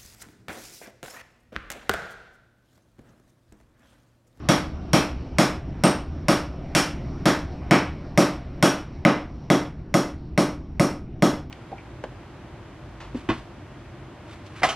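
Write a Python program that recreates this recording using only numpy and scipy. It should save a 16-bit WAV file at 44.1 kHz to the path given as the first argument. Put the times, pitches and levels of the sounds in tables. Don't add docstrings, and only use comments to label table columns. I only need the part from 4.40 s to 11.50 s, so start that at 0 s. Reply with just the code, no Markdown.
import sys
import numpy as np
from scipy import signal
from scipy.io import wavfile

SR = 44100
rng = np.random.default_rng(int(sys.argv[2]) if len(sys.argv) > 2 else 0)


def unload_wav(signal):
    wavfile.write(
        sys.argv[1],
        SR,
        np.round(np.clip(np.atleast_2d(signal).T, -1, 1) * 32767).astype(np.int16),
    )


def natural_amplitude(level_db):
    exponent = np.asarray(level_db, float) / 20
    return 10 ** exponent


N = 313110

# t/s, thump level/dB, ping level/dB, crack level/dB, crack brightness/(dB per octave)
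BLOWS = [(0.0881, 1, -18, 2, -0.8), (0.5323, 2.5, -32, 3, -1.1), (0.9847, 1, -11.5, 3.5, -2.5),
         (1.4373, 2.5, -22, 1.7, -2.3), (1.8837, 0, -17, 1, -1), (2.3500, -4, -13.5, 2.5, .5),
         (2.8563, 0.5, -21.5, 2.7, -3), (3.31, 3.5, -11.5, 5, -5.5), (3.7757, 3.5, -9.5, 2, -0.5),
         (4.2263, 3, -10, 4, -0.8), (4.6508, 3.5, -3, 1.2, -7), (5.1016, 2, -8.5, -3.3, -1.3),
         (5.5414, 1.5, -11, -5.5, 1), (5.9770, 0, -11.5, -7, 1.5), (6.3967, 0.5, -12.5, -6.5, 1),
         (6.8232, 1.5, -12.5, -4.5, 0.6)]
BLOW_S, THUMP_DB, PING_DB, STRENGTH_DB, TILT_DB_PER_OCT = np.transpose(BLOWS)
# f/Hz, level/dB, t60/s, first swing (only the sign counts)
BENCH_MODES = [(137.1, -36, 0.32, 0.99), (189.9, -22.5, 0.24, -1), (207, -29.5, 0.34, -0.95),
               (210.5, -1.5, 0.019, 0.94), (234.2, -10, 0.15, -1.02), (273.93, -15.5, 0.27, -0.89),
               (296.8, -16, 0.27, -1.2), (322.5, -13, 0.14, 0.97), (359, -12, 0.1, -0.98),
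               (363, -24.5, 0.18, 0.95), (555.4, -20, 0.11, -1), (549.8, -22, 0.063, 0.96),
               (580, -31, 0.038, -0.92), (615.3, -21, 0.016, -1.05), (620.8, -29, 0.14, 1),
               (712.5, -28, 0.16, 1), (895, -27, 0.019, -0.87), (945, -29, 0.098, 1),
               (1114, -32.5, 0.063, 0.88), (1161, -38.5, 0.23, 1), (1270, -29, 0.17, 1)]
# delay/s, level/dB
THUMP_PATHS = [(.00012, 5), (.00174, 4), (.00665, 12.5), (.00838, 7.5), (0.0597, -10)]
# f/Hz, level/dB, t60/s
STEEL_MODES = [(2230, -25.5, 0.019), (3405, -19, 0.0069), (4630, -27.5, .03), (5288, -43.5, 0.22),
               (5100, -45.5, .05), (5600, -33, 0.0041), (5800, -38, 0.0077), (5650, -45, 0.142),
               (6650, -26, 0.019), (8660, -31, 0.024), (8760, -55, 0.16), (10250, -36.5, 0.026)]
# f/Hz, level/dB, t60/s
SHEET_MODES = [(2052, -3, 0.066), (2147, -5, 0.049), (2290, -10, 0.043)]
# f/Hz, level/dB
CRACK_SPECTRUM = [(400, 2), (700, 3.5), (1000, 1.5), (1400, -0.5), (2000, -8), (3000, -11.5), (4000, -11),
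                  (5500, -11), (6500, -16.5), (9000, -15.5), (11000, -24), (13000, -20), (15500, -47.5)]
# f/Hz, t60/s
GARAGE_DECAY = [(100, 0.21), (300, 0.25), (800, 0.27), (2000, 0.29), (5000, 0.25), (9000, 0.21),
                (14000, 0.22)]
# t/s, rumble level/dB, hiss level/dB
AIR_LEVELS = [(0, -34, -46), (1, -34, -48.5), (2.2, -34, -47), (2.75, -31.5, -46), (3.3, -34, -46.5),
              (4.601, -37, -50), (5.501, -37.5, -56), (6.3, -36, -55), (7.1, -36.5, -57)]
# f/Hz, relative level/dB
RUMBLE_SPECTRUM = [(20, -29), (35, -3), (50, 1.5), (70, 5), (100, -11), (125, 5), (160, -5.5), (250, -6.5),
                   (320, -7.5), (500, -15.5)]
# f/Hz, relative level/dB
HISS_SPECTRUM = [(300, -61), (500, -3.5), (630, 0), (800, -7), (1200, -9.5), (1600, -16), (2500, -16.5),
                 (3200, -25.5), (4000, -24), (5200, -27.5), (6400, -47), (8000, -50), (10000, -53),
                 (14000, -59.5)]
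# f/Hz, width/Hz, level/dB
HUM_TONES = [(80.5, 7.3, -43.5), (158, 2.8, -50), (24.3, 13, -46.5)]

THUMP_LOW_HZ = 115
BENCH_UNEVEN_DB, STEEL_UNEVEN_DB, BAND_UNEVEN_DB, TOOLS_UNEVEN_DB = 1.5, 4, -1, 6
TILT_FROM_HZ, TILT_TO_HZ = 2470, 9280
CRACK_DB, CRACK_T60_S = 1.5, 0.022
CLATTER_DB, CLATTER_RISE_S = 2, 0.012
SAME_SHARE, SAME_BELOW_HZ = 0.92, 2600
TOOLS_HZ, TOOLS_DB = (2413, 11240), -21.5
TOOLS_T60_CYCLES = 110
THUMP_WET_DB, STEEL_WET_DB, TOOLS_WET_DB = -10.5, 9, 5.5
RUMBLE_TOP_HZ = 399
WIDE_HZ, WIDE_DB = 13080, 1.5
PORT_HZ, PORT_DB = [5150, 5900], 2.5
SQUEEZE_DB, SQUEEZE_SHARE, RELEASE_DB_PER_S = -24, 0.33, 190
SQUEEZE_ATTACK_S = 0.00033
CEILING = 1.2
TOP_CUT_HZ = 15750


def rms_one(x):
    return x / np.sqrt(np.mean(x ** 2) + 1e-20)


def at_hz(points, hz):
    table_hz, values = np.transpose(points)
    return np.interp(np.log(hz), np.log(table_hz), values)


def bands(low_hz, high_hz):
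    edges = low_hz * 2 ** (np.arange(3 * np.log2(high_hz / low_hz) + 1) / 3)
    return [(np.sqrt(a * b), signal.butter(2, [a, b], "band", fs=SR, output="sos"))
            for a, b in zip(edges, edges[1:])]


def clicks(db):
    out = np.zeros(N)
    out[np.round(BLOW_S * SR).astype(int)] = natural_amplitude(db)
    return out


def ring(excitation, hz, t60_s):
    r = natural_amplitude(-60 / (t60_s * SR))
    w = 2 * np.pi * hz / SR
    return signal.lfilter([0, np.sin(w)], [1, -2 * r * np.cos(w), r * r], excitation + 1e-18)


def dying(db, t60_s):
    return signal.lfilter([1], [1, -natural_amplitude(-60 / (t60_s * SR))], clicks(db) + 1e-18)


def colour_db(hz):
    octaves = np.log2(np.clip(hz, TILT_FROM_HZ, TILT_TO_HZ) / TILT_FROM_HZ)
    return STRENGTH_DB + octaves * TILT_DB_PER_OCT


def thump():
    uneven = rng.standard_normal((len(BENCH_MODES), len(BLOWS)))
    rings = 0
    for (hz, db, t60_s, swing), chance in zip(BENCH_MODES, uneven):
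        blow_db = db + THUMP_DB + BENCH_UNEVEN_DB * chance
        rings = rings + np.sign(swing) * ring(clicks(blow_db), hz, t60_s)
    low_cut = signal.butter(2, THUMP_LOW_HZ, "high", fs=SR, output="sos")
    rings = signal.sosfilt(low_cut, rings)
    n = np.arange(N)
    return sum(natural_amplitude(db) * np.interp(n - delay_s * SR, n, rings) for delay_s, db in THUMP_PATHS)


def crack_and_clatter():
    fresh, walls = rng.standard_normal((2, 2, N))
    n = np.arange(N)
    since_blow = n - np.maximum.accumulate(n * (clicks(0) > 0))
    rise = np.exp(-1 / (CLATTER_RISE_S * SR))
    uneven = rng.standard_normal((len(BLOWS), 20))
    out = 0
    for k, (hz, sos) in enumerate(bands(400, 16000)):
        high = np.clip(hz / 2000, 0, 1)
        db = at_hz(CRACK_SPECTRUM, hz) + colour_db(hz) * high + THUMP_DB * (1 - high)
        db = db + BAND_UNEVEN_DB * high * uneven[:, k]
        share = SAME_SHARE / (1 + (hz / SAME_BELOW_HZ) ** 2)
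        white = np.sqrt(1 - share) * fresh[k % 2] + np.sqrt(share) * walls[k % 2, since_blow]
        crack = dying(db + CRACK_DB, CRACK_T60_S)
        clatter = dying(db + CLATTER_DB, at_hz(GARAGE_DECAY, hz))
        clatter = signal.lfilter([1 - rise], [1, -rise], clatter)
        out = out + signal.sosfilt(sos, white * (crack + clatter))
    return out


def steel():
    uneven = rng.standard_normal((len(STEEL_MODES), len(BLOWS)))
    return sum(ring(clicks(db + colour_db(hz) + STEEL_UNEVEN_DB * chance), hz, t60_s)
               for (hz, db, t60_s), chance in zip(STEEL_MODES, uneven))


def ping():
    return sum(ring(clicks(PING_DB + db), hz, t60_s) for hz, db, t60_s in SHEET_MODES)


def tools(count=30):
    pitches_hz = np.geomspace(*TOOLS_HZ, count) * rng.uniform(0.97, 1.03, count)
    uneven = rng.standard_normal((count, len(BLOWS)))
    out = 0
    for k, (hz, chance) in enumerate(zip(pitches_hz, uneven)):
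        db = TOOLS_DB + at_hz(CRACK_SPECTRUM, hz) + colour_db(hz)
        db = db + TOOLS_UNEVEN_DB * np.minimum(chance, 1.7)
        out = out + (-1) ** k * ring(clicks(db), hz, TOOLS_T60_CYCLES / hz)
    return out


def garage(x):
    t = np.arange(SR // 2) / SR
    white = rng.standard_normal((2, len(t))) * (1 - np.exp(-t / 0.0065))
    tail = sum(signal.sosfilt(sos, white[k % 2] * natural_amplitude(-60 * t / at_hz(GARAGE_DECAY, hz)))
               for k, (hz, sos) in enumerate(bands(100, 12000)))
    return signal.fftconvolve(x, tail / np.sqrt(np.sum(tail ** 2)))[:N]


def drift(rate_hz):
    r = np.exp(-2 * np.pi * rate_hz * 40 / SR)
    white = rng.standard_normal(N // 40 + 2002)
    slow = signal.lfilter([1], [1, -2 * r, r * r], white)[2000:]
    return np.interp(np.arange(N) / 40, np.arange(len(slow)), rms_one(slow))


def coloured_noise(spectrum, patchy_db):
    white = rng.standard_normal((2, N + SR))
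    out = 0
    for k, (hz, sos) in enumerate(bands(spectrum[0][0], min(spectrum[-1][0], 15000))):
        gain = natural_amplitude(at_hz(spectrum, hz) + patchy_db * drift(4.8))
        out = out + gain * signal.sosfilt(sos, white[k % 2])[SR:]
    return rms_one(out)


def background():
    t_s, *levels = np.transpose(AIR_LEVELS)
    rumble_db, hiss_db = (np.interp(np.arange(N) / SR, t_s, level) for level in levels)
    top_cut = signal.butter(6, RUMBLE_TOP_HZ, fs=SR, output="sos")
    rumble = signal.sosfilt(top_cut, coloured_noise(RUMBLE_SPECTRUM, patchy_db=0)) * natural_amplitude(rumble_db)
    hum = sum(natural_amplitude(db) * rms_one(ring(rng.standard_normal(N), hz, 2.4 / width_hz))
              for hz, width_hz, db in HUM_TONES)
    hum = hum * natural_amplitude(rumble_db - rumble_db.mean())
    hiss = coloured_noise(HISS_SPECTRUM, patchy_db=2.1) * natural_amplitude(hiss_db)
    return rumble + hum + hiss


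def scene():
    low, high, rings, clank, loose = thump(), crack_and_clatter(), steel(), ping(), tools()
    send = natural_amplitude(THUMP_WET_DB) * (low + clank) + natural_amplitude(STEEL_WET_DB) * rings + natural_amplitude(TOOLS_WET_DB) * loose
    mid = low + high + rings + clank + loose + garage(send) + background()
    top = signal.butter(8, WIDE_HZ, "high", fs=SR, output="sos")
    side = natural_amplitude(WIDE_DB) * np.roll(signal.sosfilt(top, high), 400)
    return np.array([mid + side, mid - side])


def band_limit(x):
    return signal.sosfilt(signal.butter(12, 16030, fs=SR, output="sos"), x)


def record(dry):
    port = signal.butter(2, PORT_HZ, "band", fs=SR, output="sos")
    dry = dry + natural_amplitude(PORT_DB) * signal.sosfilt(port, dry)
    peak_db = 20 * np.log10(np.abs(dry).max(axis=0) + 1e-9)
    over_db = np.maximum(peak_db - SQUEEZE_DB, 0)
    slope_db = RELEASE_DB_PER_S * np.arange(N) / SR
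    held_db = np.maximum.accumulate(over_db + slope_db) - slope_db
    attack = np.exp(-1 / (SQUEEZE_ATTACK_S * SR))
    cut_db = SQUEEZE_SHARE * signal.lfilter([1 - attack], [1, -attack], held_db)
    rounded = CEILING * np.tanh(dry * natural_amplitude(-cut_db) / CEILING)
    top_cut = signal.cheby2(24, 70, TOP_CUT_HZ, fs=SR, output="sos")
    return band_limit(signal.sosfilt(top_cut, rounded))


dry = scene()
out = record(dry)
unload_wav(out)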